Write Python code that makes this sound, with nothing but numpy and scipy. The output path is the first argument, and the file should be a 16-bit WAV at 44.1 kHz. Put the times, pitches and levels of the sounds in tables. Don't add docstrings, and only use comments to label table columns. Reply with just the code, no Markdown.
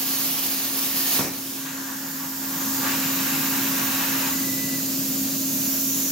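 import sys
import numpy as np
from scipy import signal
from scipy.fft import rfft, irfft
from scipy.io import wavfile
from scipy.ndimage import uniform_filter1d

SR = 44100
rng = np.random.default_rng(int(sys.argv[2]) if len(sys.argv) > 2 else 0)


def master(y):
    cut = np.clip(np.atleast_2d(y).T, -1, 1)
    pcm = np.round(cut * 32767)
    wavfile.write(sys.argv[1], SR, pcm.astype(np.int16))


N = 269451
TIME = np.arange(N) / SR
FREQS = np.maximum(np.arange(N // 2 + 1) * SR / N, 1)

ARC_OUT_S = 1.189
LIFT_S, LIFT_TAKES_S = 1.34, 0.4
SLATS_S, PLATE_S = 1.74, 2.875
LOWER_S, LOWER_TAKES_S = 4.27, 0.31
TURN_S, TURN_TAKES_S = 5.06, 0.96

# pitch_hz, relative_level_db
FAN_SPECTRUM = [(20, -17), (50, -30), (80, -17), (120, -4), (148, -4.5), (157, 6), (166, -8), (180, -1),
                (220, 2.6), (255, 0), (325, -3.5), (390, -11), (450, -16.5), (560, -8.5), (800, -21),
                (1500, -31)]
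HOLLOW_SPECTRUM = [(300, -4), (620, -12.5), (900, 0.1), (1300, -1.5), (1600, 0), (1800, 0.5), (2100, -5),
                   (3000, -8.5), (5000, -13)]
BRIGHT_SPECTRUM = [(1500, -5.5), (2250, -4), (2540, -1), (2830, -1), (3200, -9), (3600, -8.5), (3830, -3),
                   (4400, -11), (7000, -17)]
RUSH_SPECTRUM = [(500, -5.5), (1000, -13.5), (2000, -19), (3000, -6), (4500, -1), (5800, 2), (7100, 4.5),
                 (7900, -2.5), (9000, -3.5), (11000, -5.5)]
SIZZLE_SPECTRUM = [(7000, -67), (9000, -25.5), (10000, -9.5), (11200, 0.5), (12200, 4.5), (14000, 6),
                   (16000, 4.5)]
BOUNCE_SPECTRUM = [(4000, -33), (5000, -6.5), (5700, 6), (7200, 7), (7900, -11), (9500, -20), (10600, 1),
                   (12300, 2), (13200, -1), (16000, -3)]
ARC_SPECTRUM = [(110, -21), (250, -2), (500, -12), (1000, -9.5), (2050, -11), (3100, -5.5), (5000, -4.5),
                (6700, -4), (7900, -10), (9700, -8.5), (10800, -3), (12200, -0.5), (13500, 0.3),
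                (16000, -0.1)]
GUST_SPECTRUM = [(45, -26), (72, -10), (130, 3), (220, -2.5), (350, 2), (600, -3.5), (1100, -5.5),
                 (1600, -10), (2500, -7), (3300, -35), (5400, -6), (8000, -13.5)]
# left_delay_s, right_delay_s, level_db
ROOM_ECHOES = [(.0063, 0.0051, -18.5), (0.0115, 0.016, -14), (0.0178, 0.019, -20.5), (.0313, .0291, -30)]
# pitch_hz, likeness
EAR_LIKENESS = [(30, .6), (70, 0.91), (120, 1), (300, 0.96), (550, 0.47), (1500, 0.45), (3000, 0.58),
                (5000, 0.4), (7000, 0.4), (9500, 0.31), (12500, 0.22), (16000, 0.22)]
# pitch_hz, left_minus_right_db
EAR_BALANCE = [(100, 0.1), (600, -0.6), (1200, 2), (3000, 0.8), (5000, -2), (7000, 0.8), (9500, -1.5),
               (12300, -4.5), (15000, -0.8)]
# pitch_hz, width_hz, boost_db
HOLLOW_RESONANCES = [(535, 37, 5), (706, 52, 6.5), (838, 50, 5), (901, 13, 7), (987, 19, 7.5),
                     (1130, 45, 7), (1197, 13, 6), (1417, 41, 5), (1628, 23, 7.5), (1690, 25, 1)]
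# time_s, swell_db
EDGE_CROSSINGS = [(2.874, 7.5), (4.234, 0.5)]
# time_s, level_db
SIZZLE_LEVELS = [(1.19, -50), (1.4, -34.5), (2.25, -27.5), (2.9, -29), (3.55, -27.5), (4.2, -28),
                 (4.72, -31), (5.1, -29), (5.35, -30.5), (5.68, -27), (5.82, -27), (6.11, -29)]
# start_s, step_up_db
ARC_FLARES = [(0.954, 1.85), (1.12, 1.4)]
# start_s, crack_db, gust_db
ARC_POPS = [(1.135, -38.5, -33), (1.1927, -10.5, -20.5), (1.2088, -15.5, -31), (1.2415, -21, -24)]
# pitch_hz, relative_level_db, fade_s (time to fall 60 dB)
TABLE_NOTES = [(137, -10.5, 0.11), (206, -1, 0.066), (402, -37, .06)]


def from_db(db):
    return 10 ** (np.asarray(db) / 20)


def ramp(start_s, takes_s):
    return np.clip((TIME - start_s) / max(takes_s, 1 / SR), 0, 1)


def over_freqs(points):
    hz, value = np.transpose(points)
    return np.interp(np.log(FREQS), np.log(hz), value)


def colour(points):
    skirts = np.minimum(FREQS / points[0][0], 1) * np.minimum(points[-1][0] / FREQS, 1)
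    return from_db(over_freqs(points)) * skirts ** 2


def band(pitch_hz, half_width_hz, steepness=2):
    return 1 / (1 + ((FREQS - pitch_hz) / half_width_hz) ** steepness)


def white(count):
    return rng.standard_normal((count, len(FREQS))) + 1j * rng.standard_normal((count, len(FREQS)))


def drift(rate_hz):
    wobble = irfft(white(count=1)[0] * band(0, rate_hz), N)
    return wobble / np.sqrt(np.mean(wobble ** 2))


def delay(seconds):
    return np.exp(-2j * np.pi * FREQS * seconds)


def turbulence(gain, lag_s=0):
    shared, spread = white(count=2)
    alike = np.clip(over_freqs(EAR_LIKENESS), -1, 1)
    shared, spread = shared * np.sqrt(1 + alike), spread * np.sqrt(1 - alike)
    noise = irfft(gain * np.array([shared + spread, (shared - spread) * delay(lag_s)]), N)
    return noise / np.std(noise.mean(axis=0))


def workshop():
    echoes = sum(from_db(db) * np.array([delay(left), delay(right)]) for left, right, db in ROOM_ECHOES)
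    return (1 + echoes) * from_db(over_freqs(EAR_BALANCE) * np.array([[.5], [-.5]]))


def reverberate(sound, tail_db, fade_s=0.75):
    age = TIME[:SR // 2]
    tail = rng.standard_normal((2, len(age))) * from_db(-60 * age / fade_s) * (age > .005)
    tail = tail / np.sqrt(np.sum(tail ** 2, axis=1, keepdims=True))
    return sound + from_db(tail_db) * signal.fftconvolve(sound, tail, axes=1)[:, :N]


def table_hollow():
    return from_db(sum(db * band(hz, width / 2) for hz, width, db in HOLLOW_RESONANCES))


def torch_height():
    return ramp(LIFT_S, LIFT_TAKES_S) - ramp(LOWER_S, LOWER_TAKES_S)


def fan(room, hum_hz=269.8, hum_db=-31.5, octave_db=-32, rumble_db=-37, on_plate_db=1.5, turned_db=-2):
    phase = 2 * np.pi * hum_hz * TIME + 0.041 * drift(rate_hz=5.9)
    tone = np.sqrt(2) * (np.sin(phase) + from_db(octave_db) * np.sin(2 * phase))
    lean_left = from_db([[0.75], [-0.75]])
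    hum = tone * from_db(hum_db + .8 * drift(rate_hz=9)) * lean_left
    rumble = turbulence(room * colour(FAN_SPECTRUM))
    rumble *= from_db(rumble_db + on_plate_db * ramp(PLATE_S, 0.18))
    return from_db(turned_db * ramp(TURN_S, TURN_TAKES_S) ** 3) * (hum + rumble)


def carriage(room, level_db=-39):
    rasp = turbulence(room * band(pitch_hz=1620, half_width_hz=200, steepness=4))
    return from_db(level_db) * np.sin(np.pi * ramp(start_s=1.52, takes_s=0.73)) * rasp


def stepper(room, start_s=4.3, brake_s=4.785, step_hz=1992, turns_hz=19.6, mount_hz=1990):
    speed = ramp(start_s, takes_s=.03) - ramp(brake_s, takes_s=.08)
    phase = 2 * np.pi * np.cumsum(step_hz * speed) / SR + .35 * drift(rate_hz=30)
    throb = 1 + 0.59 * np.cos(2 * np.pi * turns_hz * (TIME - 5))
    flutter = from_db(2.2 * drift(rate_hz=30))
    level = from_db(-42 + 3 * ramp(start_s, brake_s - start_s)) * (speed > 0)
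    whine = level * throb * flutter * np.sin(phase)
    mount = 1 / (1 + 1j * (FREQS - mount_hz) / 190)
    return reverberate(irfft(rfft(whine) * mount * room, N), tail_db=-6)


def plate_roar(room, hollow_db=-49, bright_db=-45, slats_db=-13, crossing_s=0.046):
    height = torch_height()
    over_slats = ramp(SLATS_S - crossing_s, 2 * crossing_s) - ramp(PLATE_S - crossing_s, 2 * crossing_s)
    swell_db = sum(db * np.exp(-((TIME - time_s) / crossing_s) ** 2) for time_s, db in EDGE_CROSSINGS)
    hollow = turbulence(room * table_hollow() * colour(HOLLOW_SPECTRUM), lag_s=-3.3e-5)
    hollow *= from_db(hollow_db + 14 * height)
    bright = turbulence(room * colour(BRIGHT_SPECTRUM))
    bright *= from_db(bright_db + 10 * height ** 3 + slats_db * over_slats)
    return from_db(swell_db + drift(rate_hz=8.8)) * (hollow + bright)


def plate_swish(hiss, echo_db=-17, delay_s=.0004, wander=0.14):
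    late_s = delay_s * (1 + wander * drift(rate_hz=1.6))
    return hiss + from_db(echo_db) * np.array([np.interp(TIME - late_s, TIME, side) for side in hiss])


def cooling_air(room, rush_db=-32.5, bounce_db=-31, lip_db=-41.5):
    rush = turbulence(room * colour(RUSH_SPECTRUM), lag_s=1.5e-5)
    rush *= from_db(rush_db + 0.95 * (torch_height() - 0.5)) * np.sqrt(ramp(ARC_OUT_S, 0.61))
    sizzle = turbulence(room * colour(SIZZLE_SPECTRUM), lag_s=2e-5)
    sizzle *= from_db(np.interp(TIME, *np.transpose(SIZZLE_LEVELS))) * (TIME > ARC_OUT_S)
    bounce = turbulence(room * colour(BOUNCE_SPECTRUM), lag_s=-8e-6)
    bounce *= from_db(bounce_db) * ramp(TURN_S, TURN_TAKES_S)
    lip = turbulence(room * band(pitch_hz=9000, half_width_hz=1200))
    lip *= from_db(lip_db) * np.sin(np.pi * ramp(LIFT_S, LIFT_TAKES_S))
    return rush + sizzle + bounce + lip


def arc(room, level_db=-19.5, cold_db=-28, whistle_db=-37, fade_db_per_s=115, rise_db_per_s=20):
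    burning = from_db(-fade_db_per_s * np.maximum(TIME - ARC_OUT_S, 0))
    flare = from_db(sum(db * ramp(start_s, 0.022) for start_s, db in ARC_FLARES))
    cold = from_db(cold_db) * (1 - ramp(LIFT_S, LIFT_TAKES_S) ** 4)
    level = np.maximum(from_db(level_db) * flare * burning, cold)
    hiss = turbulence(room * table_hollow() * colour(ARC_SPECTRUM), lag_s=3e-5)
    whistle = turbulence(room * band(pitch_hz=1810, half_width_hz=45))
    whistle *= burning * from_db(whistle_db - rise_db_per_s * np.maximum(ARC_OUT_S - TIME, 0))
    flutter = from_db(0.8 * drift(rate_hz=14))
    return level * flutter * hiss + whistle


def pop(room, width_s=0.00023, gust_fade_s=0.48):
    crack, gust_power = np.zeros(N), np.zeros(N)
    for start_s, crack_db, gust_db in ARC_POPS:
        age = np.maximum(TIME - start_s, 0)
        widths = (TIME - start_s) / width_s
        swing = widths * np.exp(np.maximum((1 - widths ** 2) / 2, -60))
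        knock = sum(from_db(db - np.minimum(60 * age / fade_s, 300)) * np.cos(2 * np.pi * hz * age)
                    for hz, db, fade_s in TABLE_NOTES)
        push = 1 - np.exp(-age / (2 * width_s))
        crack += from_db(crack_db) * (swing + push * knock)
        gust_power += (TIME > start_s) * from_db(gust_db - 60 * age / gust_fade_s) ** 2
    gust = np.sqrt(gust_power) * turbulence(room * colour(GUST_SPECTRUM))
    return reverberate(irfft(rfft(crack) * room, N), tail_db=-17) + gust


def gain_control(sound, loud_db=-19, duck_db=6.5, hold_s=1.07, recover_db_per_s=16):
    loud = uniform_filter1d(np.mean(sound ** 2, axis=0), size=SR // 10) > from_db(loud_db) ** 2
    quiet_for_s = TIME - np.maximum.accumulate(np.where(loud, TIME, -np.inf))
    return sound * from_db(-np.clip(duck_db - recover_db_per_s * (quiet_for_s - hold_s), 0, duck_db))


def scene():
    room = workshop()
    hiss, bang, air = arc(room), pop(room), cooling_air(room)
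    return bang + plate_roar(room) + stepper(room) + fan(room) + carriage(room) + plate_swish(hiss + air)


def record(dry, low_cut_hz=42, high_cut_hz=15800):
    thinned = signal.sosfilt(signal.butter(2, low_cut_hz, "high", fs=SR, output="sos"), dry)
    return irfft(rfft(gain_control(thinned)) / np.sqrt(1 + (FREQS / high_cut_hz) ** 400), N)


dry = scene()
out = record(dry)
master(out)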